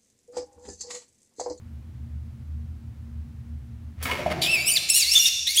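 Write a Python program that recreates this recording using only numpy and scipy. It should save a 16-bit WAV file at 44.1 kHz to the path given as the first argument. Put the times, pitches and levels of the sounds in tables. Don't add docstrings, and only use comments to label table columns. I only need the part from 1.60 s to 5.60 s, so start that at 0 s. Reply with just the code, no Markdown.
import sys
import numpy as np
from scipy import signal
from scipy.fft import rfft, irfft, next_fast_len
from scipy.io import wavfile
from scipy.ndimage import uniform_filter1d

SR = 44100
rng = np.random.default_rng(int(sys.argv[2]) if len(sys.argv) > 2 else 0)


def bounce(signal):
    frames = np.transpose(np.atleast_2d(signal))
    limited = np.clip(frames, -1, 1)
    pcm = np.round(limited * 32767).astype(np.int16)
    wavfile.write(sys.argv[1], SR, pcm)


N = 176400
TIME = np.arange(N) / SR

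# (centre [Hz], width [Hz], level [dB])
HUM_BANDS = [(75.9, 7.6, -37.5), (117.2, 18.6, -44.5), (230.7, 8.3, -50.5)]
# (frequency [Hz], relative level [dB])
AIR_SPECTRUM = [(25, -4.5), (60, 20.5), (265, 8.5), (400, -6.5), (2000, -14.5), (3200, -19), (16000, -30)]
# (time [s], gain [dB])
ROOM_GAIN = [(2.55, -0.5), (3.2, -16.5)]
# (frequency [Hz], t60 [s])
TAIL_T60 = [(150, 1.5), (2700, 1.25), (6000, 2.1), (8500, 1.1), (16000, .4)]
# (frequency [Hz], gain [dB])
TAIL_SPECTRUM = [(650, -1), (1400, -4.5), (6300, -4), (8200, -10), (16000, -4.5)]
# (frequency [Hz], relative level [dB], t60 [s])
BOOM_MODES = [(136.2, -5, 0.96), (168.4, -7, 0.69), (324, -6.5, 0.16), (612.6, -4.5, 0.22),
              (685, -14, 0.58)]
# (time [s], level [dB])
RUB_AND_PUFF_LEVEL = [(2.37, -67), (2.428, -41.5), (2.44, -43.5), (2.515, -29), (2.545, -35.5), (2.69, -46),
                      (2.717, -26.5), (2.737, -42.5), (3.5, -58.5), (3.575, -44), (3.7, -76.5)]
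# (frequency [Hz], relative level [dB])
NOISE_SPECTRUM = [(60, -14), (150, 2), (1000, -5), (2200, -1.5), (3500, -11), (16000, -30.5)]
# (time [s], level [dB], t60 [s])
FLICK = (2.427, -29.5, 0.21)
# (time [s], length [s], start pitch [Hz], end pitch [Hz], level [dB])
SKIN_SQUEAK = (2.484, .03, 870, 1060, -34)
# (time [s], level [dB], ring [Hz], crack gain [dB], boom gain [dB])
IMPACTS = [(2.453, -32, 2228, 14.5, -27), (2.512, -20.5, 2167, 1, -27.5), (2.526, -28, 358, -12, -16),
           (2.587, -27, 514, 0.5, -1), (2.661, -13.5, 603, -14, -11), (2.708, -24.5, 331, -10, -6.5)]
# (time [s], length [s], pitch [Hz], level [dB])
THROAT_WHISTLES = [(3.548, 0.042, 3500, -16.5), (3.655, 0.011, 3643, -17)]
# (time [s], pitch [Hz], roughness [0-1], level [dB], throat resonance [Hz])
SQUEALS = [
    [(2.813, 2350, 0.72, -21.5, 4156), (2.852, 2420, 0.69, -22.5, 3700), (2.88, 2569, 0.46, -23.5, 2740),
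     (2.915, 2723, 0.03, -18, 2940), (2.952, 2579, 0.18, -18.5, 2870), (2.986, 2264, 0.23, -25.5, 2070),
     (3.048, 2430, 0.13, -33.5, 3920), (3.066, 2603, .1, -26, 6800), (3.078, 2730, 0.16, -15.5, 7900),
     (3.103, 3120, 0.27, -19, 8700), (3.117, 2250, 0, -23, 9650), (3.155, 2498, 0.14, -23, 5200),
     (3.171, 1946, 0.47, -15, 3870), (3.183, 1503, 0.4, -27, 3500)],
    [(3.285, 1900, 0.83, -26, 6860), (3.296, 2257, 0.63, -18, 7070), (3.303, 2750, 0, -14.5, 7800),
     (3.34, 2590, 0.21, -22.5, 6100), (3.35, 2772, 0.2, -13.5, 8900), (3.376, 2920, 0.61, -14.5, 9020),
     (3.41, 2600, 0.41, -20, 5900), (3.432, 2170, 0.59, -19, 4070), (3.457, 2000, 0.5, -24.5, 3820),
     (3.505, 2396, 0.35, -24.5, 4570), (3.522, 2750, 0.22, -15.5, 5630), (3.547, 2814, 0.53, -18, 7380),
     (3.551, 3050, 0.66, -18.5, 6160), (3.591, 3100, 0.83, -18.5, 6900), (3.597, 2820, 0.1, -16, 5550),
     (3.642, 2810, 0.11, -19.5, 6830), (3.658, 2824, 0.62, -19, 6100), (3.682, 2630, 0.69, -17.5, 5670),
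     (3.692, 1800, 0.82, -30, 3450)],
    [(3.865, 1741, 0.82, -20.5, 3404), (3.889, 2080, 0.46, -20.5, 4110), (3.92, 2270, 0.44, -29.5, 6220),
     (3.954, 2280, 0.87, -28.5, 5700), (3.969, 2930, 0.48, -16.5, 9200), (3.979, 3346, 0.4, -16.5, 3460),
     (4.0, 3420, 0.08, -10.5, 6800)],
]
# (start [s], end [s], depth [0-1])
PERIOD_DOUBLING = [(2.81, 2.857, 0.26), (3.334, 3.42, 0.92), (3.608, 3.635, 0.6)]
# (frequency [Hz], gain [dB])
THROAT_RESPONSE = [(1200, -26), (2500, 0), (5600, -1), (11000, -5.5), (16000, -13.5)]

WAVER, WAVER_HZ = 0.0167, 111.4
JITTER, JITTER_HZ = 0.0505, 910
SHIMMER, SHIMMER_HZ = 0.17, 157.2


def amp(db):
    return 10 ** (np.asarray(db) / 20)


def unit(x):
    return x / np.sqrt(np.mean(x ** 2) + 1e-20)


def read(points, hz):
    f, value = np.transpose(points)
    return np.interp(np.log(hz + 1), np.log(f), value)


def follow(rows, t):
    s, *columns = np.transpose(rows)
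    return [np.interp(t, s, c) for c in columns]


def shape(x, gain):
    size = next_fast_len(len(x) + 4096)
    return irfft(rfft(x, size) * gain(np.fft.rfftfreq(size, 1 / SR)), size)[:len(x)]


def noise(count, gain):
    return unit(shape(rng.standard_normal(count), gain))


def wobble(count, hz):
    return noise(count, lambda f: 1 / (1 + (f / hz) ** 2))


def add(mix, s, sound):
    part = mix[round(s * SR):][:len(sound)]
    part += sound[:len(part)]


def fade(t, t60):
    return np.exp(-np.log(1000) * t / t60)


def chirp(length, from_hz, to_hz, db):
    hz = np.linspace(from_hz, to_hz, int(length * SR))
    hz = hz + hz * WAVER * wobble(len(hz), SHIMMER_HZ)
    return amp(db) * unit(signal.windows.tukey(len(hz), .5) * np.sin(2 * np.pi * np.cumsum(hz) / SR))


def room():
    hum = sum(amp(db) * noise(N, lambda f: np.exp(-((f - hz) / width) ** 2))
              for hz, width, db in HUM_BANDS)
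    air = amp(-48.5) * noise(N, lambda f: amp(read(AIR_SPECTRUM, f)))
    return (hum + air) * amp(follow(ROOM_GAIN, TIME)[0])


def tank(x):
    hz, t, spectrum = signal.stft(rng.standard_normal(2 * SR), SR, nperseg=256)
    decay = fade(t, read(TAIL_T60, hz)[:, None])
    decay *= amp(read(TAIL_SPECTRUM, hz))[:, None] / np.sqrt((decay ** 2).mean(1, keepdims=True) * 2 * SR)
    tail = signal.istft(spectrum * decay, SR, nperseg=256)[1]
    early = rng.standard_normal(len(tail)) * fade(TIME[:len(tail)], t60=0.032)
    return x + signal.fftconvolve(x, tail + amp(-6.5) * early / np.linalg.norm(early))[:N]


def scuffle_and_puff(grains_per_s=2800, spread_db=2.5):
    grains = (rng.random(N) < grains_per_s / SR) * rng.standard_normal(N)
    grains *= amp(spread_db * np.minimum(rng.exponential(1, N), 4))
    grainy = unit(shape(grains, lambda f: amp(read(NOISE_SPECTRUM, f))))
    out = grainy * amp(follow(RUB_AND_PUFF_LEVEL, TIME)[0]) * (TIME > RUB_AND_PUFF_LEVEL[0][0])
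    s, db, t60 = FLICK
    add(out, s, amp(db) * rng.standard_normal(N) * fade(TIME, t60))
    add(out, SKIN_SQUEAK[0], chirp(*SKIN_SQUEAK[1:]))
    return out


def knock(db, hz, crack_db, boom_db, rise_s=0.0016, settle_s=0.0029):
    t = np.arange(SR) / SR
    ring_hz = hz + hz * 0.445 * np.exp(-t / settle_s)
    ring = np.sin(2 * np.pi * np.cumsum(ring_hz) / SR) * fade(t, t60=0.088)
    crack = noise(SR, lambda f: amp(read(NOISE_SPECTRUM, f))) * fade(t, t60=0.081)
    boom = sum(amp(mode_db) * np.sin(2 * np.pi * (f * t + rng.random())) * fade(t, t60)
               for f, mode_db, t60 in BOOM_MODES)
    return amp(db) * np.minimum(t / rise_s, 1) * (ring + .5 * amp(crack_db) * crack + amp(boom_db) * boom)


def vocal_folds(t, hz, rough):
    jitter = JITTER * rough * wobble(len(t), JITTER_HZ)
    waver = WAVER * np.sqrt(rough) * wobble(len(t), WAVER_HZ)
    phase = 2 * np.pi * np.cumsum(hz * (1 + jitter + waver)) / SR
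    doubling = sum(depth * ((t > start) & (t < end)) for start, end, depth in PERIOD_DOUBLING)
    doubling = uniform_filter1d(doubling, size=200)
    partials = sum((k * hz < SR / 2)
                   * (np.cos(k * phase + k * k) + doubling * np.cos((k + .5) * phase + k * k))
                   for k in range(1, 9))
    rasp = 0.53 * rough * rng.standard_normal(len(t))
    return (1 - rough) * unit(partials) + rasp


def throat(source, curve, peak_db=13.5, half_width_hz=344, bright_hz=5330):
    f, t, spectrum = signal.stft(source, SR, nperseg=256)
    f = f[:, None]
    peak_hz = follow(curve, curve[0][0] + t)[-1]
    gain_db = read(THROAT_RESPONSE, f) + peak_db / (1 + ((f - peak_hz) / half_width_hz) ** 2)
    gain_db += 6.5 * np.log2(peak_hz / bright_hz) * np.clip(f / bright_hz - .5, 0, 1)
    return signal.istft(spectrum * amp(gain_db), SR)[1][:len(source)]


def squeal(curve, attack_s=0.0077, release_s=0.0057, gain_db=-1.49):
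    t = np.arange(curve[0][0], curve[-1][0] + release_s, 1 / SR)
    hz, rough, db, _ = follow(curve, t)
    voice = throat(vocal_folds(t, hz, np.clip(rough, 0, 1)), curve)
    voice /= np.sqrt(abs(uniform_filter1d(voice ** 2, size=400)) + 1e-9)
    gate = np.clip((t - t[0]) / attack_s, 0, 1) * np.clip((t[-1] - t) / release_s, 0, 1)
    shimmer = 1 + SHIMMER * wobble(len(t), SHIMMER_HZ)
    return voice * gate * amp(db + gain_db) * shimmer


def scene():
    inside = scuffle_and_puff()
    for s, *impact in IMPACTS:
        add(inside, s, knock(*impact))
    for curve in SQUEALS:
        add(inside, curve[0][0], squeal(curve))
    for s, length, hz, db in THROAT_WHISTLES:
        add(inside, s, chirp(length, hz, hz, db))
    return (tank(inside) + room())[None]


def record(dry):
    low_pass = signal.firwin(511, cutoff=15900, window=("kaiser", 9), fs=SR)
    return signal.oaconvolve(dry, low_pass[None], "same")


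dry = scene()
out = record(dry)
bounce(out)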